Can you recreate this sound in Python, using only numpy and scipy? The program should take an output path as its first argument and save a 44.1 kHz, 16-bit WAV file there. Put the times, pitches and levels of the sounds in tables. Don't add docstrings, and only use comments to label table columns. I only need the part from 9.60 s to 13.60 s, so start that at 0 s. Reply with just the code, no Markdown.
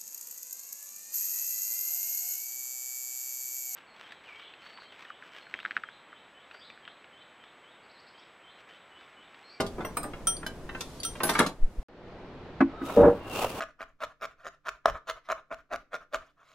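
import sys
import numpy as np
from scipy import signal
from scipy.fft import rfft, irfft, next_fast_len
from scipy.io import wavfile
from scipy.ndimage import uniform_filter1d

SR = 44100
rng = np.random.default_rng(int(sys.argv[2]) if len(sys.argv) > 2 else 0)


def unload_audio(sound):
    columns = np.transpose(np.atleast_2d(sound))
    steps = np.round(np.clip(columns, -1, 1) * 32767)
    wavfile.write(sys.argv[1], SR, steps.astype(np.int16))


N = 176400

WRENCH_MODES = { "a": [(1340, -6.5), (3208, -14), (5873, -7.5), (8861, 0), (12490, -18.5), (15600, -16)],
                "b": [(1238, 1), (5168, -18.5), (7763, -21.5), (8597, -4), (12750, -10.5), (15740, -10.5)],
                "c": [(3321, -12), (5798, -4.5), (8742, -2.5), (13580, -2)], "d": [(1583, -6), (3020, -14)],
                "e": [(8753, -2.5), (10950, 2.5), (12770, -2), (15270, -4.5)], "f": [(4600, 2.5),
                (10300, -3)], "g": [(1163, -7), (1663, 10.5), (10770, -1)]}
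# start in seconds, wrench, level in dB, nominal T60 in seconds.
CLINKS = [(0.25, "c", -40, 0.14), (0.369, "b", -25.5, 0.15), (0.43, "b", -32, 0.15), (.670, "a", -18, 0.24),
          (0.767, "f", -33, 0.021), (0.864, "d", -19.5, 0.12), (1.206, "f", -48, 0.02),
          (1.401, "f", -35.5, 0.045), (1.449, "a", -24.5, 0.19), (1.633, "e", -28, 0.25),
          (1.694, "c", -30, 0.12), (1.791, "g", -19, 0.052)]
# start in seconds, panel level in dB, clack level in dB.
KNOCKS = [(0.0, -23.5, -25.5), (0.182, -30.5, -48.5), (.206, -38, -34.5), (0.247, -37.5, -30.5),
          (0.37, -36, -30.5), (.44, -35.5, -36.5), (0.534, -48, -36.5), (0.673, -41.5, -38),
          (0.829, -45, -36), (0.863, -42, -39), (1.091, -60, -33.5), (1.148, -43, -32), (1.206, -48, -37),
          (1.553, -46, -38), (1.603, -34.5, -26.5), (1.632, -26.5, -26.5), (1.691, -29.5, -19.5),
          (1.752, -36, -20.5), (1.788, -24, -21), (1.8, -24.5, -16.5), (1.862, -35.5, -30)]
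# start in seconds, level in dB.
SCRAPES = [(.004, -31.5), (.064, -41), (1.207, -32), (1.432, -31), (1.633, -30), (1.693, -28),
           (1.79, -23.5), (1.863, -32.5)]
# frequency in Hz, relative level in dB.
PANEL_SPECTRUM = [(50, -19), (210, -1.5), (700, -6), (1600, -19)]
CLACK_SPECTRUM = [(400, -21.5), (1000, 3.5), (1800, -0.5), (3200, -10), (6500, -32), (11000, -64.5)]
STEEL_SPECTRUM = [(1500, -11), (3500, 9), (12000, -2), (15500, -21)]

# start in seconds, thud level in dB, click level in dB.
CATCH_BLOWS = [(3.0049, -19.5, -16.5), (3.0094, -11.5, -24.5), (3.216, -28.5, -37), (3.296, -46, -33)]
# frequency in Hz, relative level in dB.
THUD_MODES = [(273.4, 3.5), (229, -8.5), (330.6, 3)]
CLICK_SPECTRUM = [(300, 5), (1400, 9.5), (4000, -22), (15000, -55.5)]
# frequency in Hz, bandwidth in Hz, relative gain in dB.
BONNET_MODES = [(66, 32.5, -13), (179, 19, -7), (298, 107, -10.5), (476, 9.8, 5.5), (580, 14.2, 0),
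                (793, 30.5, -11), (904, 150, -20), (1720, 140, -34.5)]
# time in seconds, level in dB.
GROAN_ENVELOPE = [(3.365, -27), (3.374, -13), (3.485, -13.5), (3.56, -36.5), (3.62, -51.5)]
STRUT_ENVELOPE = [(3.17, -89), (3.26, -48), (3.38, -49), (3.62, -68), (3.738, -43.5), (3.825, -34.5),
                  (3.875, -47), (4, -46)]
RUB_ENVELOPE = [(3.1, -74), (3.3, -38), (3.6, -53.5), (3.845, -28.5), (3.89, -44.5), (4, -37.5)]
# frequency in Hz, relative level in dB.
STRUT_SPECTRUM = [(1600, -25.5), (2600, -5.5), (4000, -16.5), (15500, -22.5)]
RUB_SPECTRUM = [(100, -7), (550, 3), (1250, -2), (2200, -23.5)]
# frequency in Hz, peak time in seconds, level in dB.
HINGE_RINGS = [(1284, 3.266, -45.5), (3746, 3.33, -57), (2770, 3.775, -46)]

# centre in seconds, half width in seconds, level in dB.
PUFFS = [(2.04, 0.021, -12), (2.192, 0.0094, -22.5)]
# time in seconds, level in dB.
SWISH_ENVELOPE = [(1.0, -86), (1.2, -57), (1.6, -57), (1.9, -51.5)]
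GARAGE_ENVELOPE = [(0, -43), (1.88, -44.5), (1.95, -50), (2.23, -48.5)]
YARD_ENVELOPE = [(2.285, -53), (2.5, -46), (4, -42)]
# frequency in Hz, relative level in dB.
GARAGE_SPECTRUM = [(35, -1.5), (80, -8), (370, -10.5), (3200, -34), (10000, -41.5), (15500, -51.5)]
YARD_SPECTRUM = [(30, -1), (430, -2.5), (1700, -16.5), (4200, -27), (10000, -56.5)]
# frequency in Hz, left-right correlation.
CORRELATION = [(30, 0.93), (300, 0.99), (1000, 0.95), (4000, 0.16)]

CLINK_RISE_S, LOW_DAMPING_HZ, HIGH_DAMPING_HZ = 0.00075, 1900, 14900
NEIGHBOUR_DB, NEIGHBOUR_T60_S = -13.5, 0.069
CHATTER_START_S, CHATTER_END_S, CHATTER_DB = 1.64, 1.83, -38.5
PANEL_T60_S, CLACK_T60_S, SCRAPE_T60_S, DOOR_STEREO_LAG_S = 0.2, 0.078, 0.08, 0.00005
BURST_RISE_S, MODE_SCATTER_DB = 0.0011, 4
THUD_T60_S, CLICK_T60_S = 0.17, 0.075
SLIP_HZ, SLIP_JITTER_S, SLIP_SCATTER_DB, FRICTION_DB = 97.5, 0.00034, 3.5, 4
RING_HALF_WIDTH_HZ, RING_HALF_WIDTH_S, GRAIN_DB = 54, 0.13, 2.5
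REVERB_T60_S, REVERB_DB = 0.16, -13
GARAGE_END_S, YARD_START_S, CUTOFF_HZ = 2.232, 2.285, 15850


def wrenches(chatter):
    clinks = np.zeros((2, N))
    for s, wrench, db, t60_s in CLINKS:
        tone = ring(WRENCH_MODES[wrench], t60_s, CLINK_RISE_S, spread=1.25, damping_hz=LOW_DAMPING_HZ)
        add(clinks, s, amp(db) * tone)
    neighbours = [(s, db + NEIGHBOUR_DB) for s, _, db, _ in CLINKS]
    return clinks + bursts(neighbours + chatter, STEEL_SPECTRUM, NEIGHBOUR_T60_S, rough=0.1)


def door_knocks(chatter):
    panel = bursts([(s, db) for s, db, _ in KNOCKS], PANEL_SPECTRUM, PANEL_T60_S, rough=0.5)
    clack = bursts([(s, db) for s, _, db in KNOCKS] + chatter, CLACK_SPECTRUM, CLACK_T60_S, rough=0.4)
    scrape = bursts(SCRAPES, STEEL_SPECTRUM, SCRAPE_T60_S, rough=0.87)
    delay_s = DOOR_STEREO_LAG_S * np.array([[-0.5], [0.5]])
    return filtered(panel + clack + scrape, lambda hz: np.exp(-2j * np.pi * hz * delay_s))


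def cabinet():
    bounces_s = np.linspace(CHATTER_START_S, CHATTER_END_S, num=16) + rng.normal(scale=0.004, size=16)
    chatter = [(s, CHATTER_DB + rng.normal(scale=2)) for s in bounces_s]
    return wrenches(chatter) + door_knocks(chatter)


def catch():
    thuds = np.zeros((2, N))
    for s, db, _ in CATCH_BLOWS:
        add(thuds, s, amp(db) * ring(THUD_MODES, THUD_T60_S, rise_s=0.004, spread=0.12, damping_hz=100))
    clicks = bursts([(s, db) for s, _, db in CATCH_BLOWS], CLICK_SPECTRUM, CLICK_T60_S, rough=0.57)
    return thuds + clicks


def bonnet_response(hz):
    modes = sum((-1) ** k * amp(db) * 1j * hz * width_hz / (mode_hz ** 2 - hz ** 2 + 1j * hz * width_hz)
                for k, (mode_hz, width_hz, db) in enumerate(BONNET_MODES))
    return modes / (1 + (hz / 2200) ** 4)


def groan():
    start_s, end_s = GROAN_ENVELOPE[0][0], GROAN_ENVELOPE[-1][0]
    count = int((end_s - start_s) * SLIP_HZ)
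    jitter, size = rng.standard_normal((count, 2)).T
    slips_s = start_s + (np.arange(count) - 1) / SLIP_HZ + SLIP_JITTER_S * jitter
    slips = np.bincount((slips_s * SR).astype(int), amp(SLIP_SCATTER_DB * size), N)
    friction = amp(FRICTION_DB) * noise([(1600, -9), (3500, -19.5)])
    shake = filtered(slips * np.sqrt(SR / SLIP_HZ) + friction, bonnet_response)
    running_power = np.abs(uniform_filter1d(np.mean(shake ** 2, axis=0), size=1500))
    return envelope(GROAN_ENVELOPE) * shake / np.sqrt(running_power + 1e-12)


def struts_and_hinges():
    t = np.arange(N) / SR
    grain = amp(GRAIN_DB * unit_rms(uniform_filter1d(rng.standard_normal(N), size=200)))
    rings = np.zeros((2, N))
    for ring_hz, peak_s, db in HINGE_RINGS:
        band = lambda hz: 1 / (1 + ((hz - ring_hz) / RING_HALF_WIDTH_HZ) ** 4)
        swell = amp(db) * np.exp(-((t - peak_s) / RING_HALF_WIDTH_S) ** 2)
        rings += swell * unit_rms(filtered(noise(STRUT_SPECTRUM), band))
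    hiss = envelope(STRUT_ENVELOPE) * noise(STRUT_SPECTRUM)
    rub = envelope(RUB_ENVELOPE) * noise(RUB_SPECTRUM)
    return rings + grain * (hiss + rub)


def puffs():
    t = np.arange(N) / SR
    pressure = np.zeros(N)
    for centre_s, half_width_s, db in PUFFS:
        offset = (t - centre_s) / half_width_s
        pressure -= amp(db) * (1 - offset ** 2) * np.exp(-offset ** 2)
    return pressure


def air_hiss():
    return envelope(SWISH_ENVELOPE) * noise(STEEL_SPECTRUM)


def with_reverb(x):
    tail = noise([(1000, 5.5), (12000, -2.0)])[:, :SR // 2] * decay(REVERB_T60_S, rise_s=0.018)
    wet = signal.fftconvolve(x, tail / np.linalg.norm(tail[0]), axes=1)[:, :N]
    return x + amp(REVERB_DB) * wet


def ring(modes, t60_s, rise_s, spread, damping_hz):
    t = np.arange(SR // 2) / SR
    out = np.zeros((2, len(t)))
    for hz, db in modes:
        freedom = np.tanh(hz / damping_hz) ** 2
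        stereo_rad = spread * freedom * (1 + 0.18 * rng.normal()) * np.array([[-0.5], [0.5]])
        mode_t60_s = t60_s * freedom / (1 + (hz / HIGH_DAMPING_HZ) ** 10)
        tone = np.sin(2 * np.pi * hz * t + stereo_rad)
        out += amp(db + rng.normal()) * decay(mode_t60_s, rise_s) * tone
    return out


def bursts(hits, spectrum, t60_s, rough):
    t = np.arange(SR // 4) / SR
    out = np.zeros((2, N))
    grit = noise(spectrum)
    grid_hz = np.geomspace(spectrum[0][0], spectrum[-1][0], num=28)[:, None]
    fade = decay(t60_s, BURST_RISE_S)[:len(t)]
    for s, db in hits:
        detune, size, phase, spread = rng.standard_normal((4, len(grid_hz), 1))
        hz = grid_hz * np.exp(0.04 * detune)
        gain = amp(log_interp(spectrum, hz) + MODE_SCATTER_DB * size) * np.sqrt(hz)
        phase_rad = 2 * np.pi * (hz * t + phase)
        stereo_rad = spread * stereo_angle_rad(hz)
        modes = np.array([np.sum(gain * np.sin(phase_rad + side * stereo_rad), 0) for side in (-1, 1)])
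        scrape = np.roll(grit, -round(s * SR), axis=1)[:, :len(t)]
        add(out, s, amp(db) * fade * (unit_rms(modes) + rough * scrape))
    return out


def noise(spectrum):
    def mid_side_gain(hz):
        gain = amp(log_interp(spectrum, hz)) / np.maximum(1, hz / spectrum[-1][0]) ** 2
        angle_rad = stereo_angle_rad(hz)
        return gain * [np.cos(angle_rad), np.sin(angle_rad)]
    mid, side = filtered(rng.standard_normal((2, N)), mid_side_gain)
    return unit_rms(np.array([mid + side, mid - side]))


def stereo_angle_rad(hz):
    return np.arccos(np.clip(log_interp(CORRELATION, hz), -1, 1)) / 2


def decay(t60_s, rise_s):
    t = np.arange(SR // 2) / SR
    return amp(-60 * t / t60_s) * (1 - np.exp(-t / rise_s))


def envelope(points):
    s, db = np.transpose(points)
    t = np.arange(N) / SR
    return amp(np.interp(t, s, db)) * (t >= s[0]) * (t <= s[-1])


def filtered(x, response):
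    size = next_fast_len(N + SR // 2)
    return irfft(rfft(x, size) * response(np.fft.rfftfreq(size, 1 / SR)), size)[..., :N]


def log_interp(points, hz):
    points_hz, values = np.transpose(points)
    return np.interp(np.log(hz + 1), np.log(points_hz + 1), values)


def add(out, start_s, x):
    i = max(round(start_s * SR), 0)
    out[..., i:i + x.shape[-1]] += x[..., :N - i]


def amp(db):
    return 10 ** (np.asarray(db) / 20)


def unit_rms(x):
    return x / np.sqrt(np.mean(x ** 2) + 1e-20)


def scene():
    t = np.arange(N) / SR
    garage = with_reverb(cabinet()) + puffs()
    garage += envelope(GARAGE_ENVELOPE) * noise(GARAGE_SPECTRUM) + air_hiss()
    yard = catch() + groan() + struts_and_hinges()
    yard += envelope(YARD_ENVELOPE) * noise(YARD_SPECTRUM)
    return garage * (t < GARAGE_END_S) + yard * (t > YARD_START_S)


def record(dry):
    return filtered(dry, lambda hz: hz < CUTOFF_HZ)


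dry = scene()
out = record(dry)
unload_audio(out)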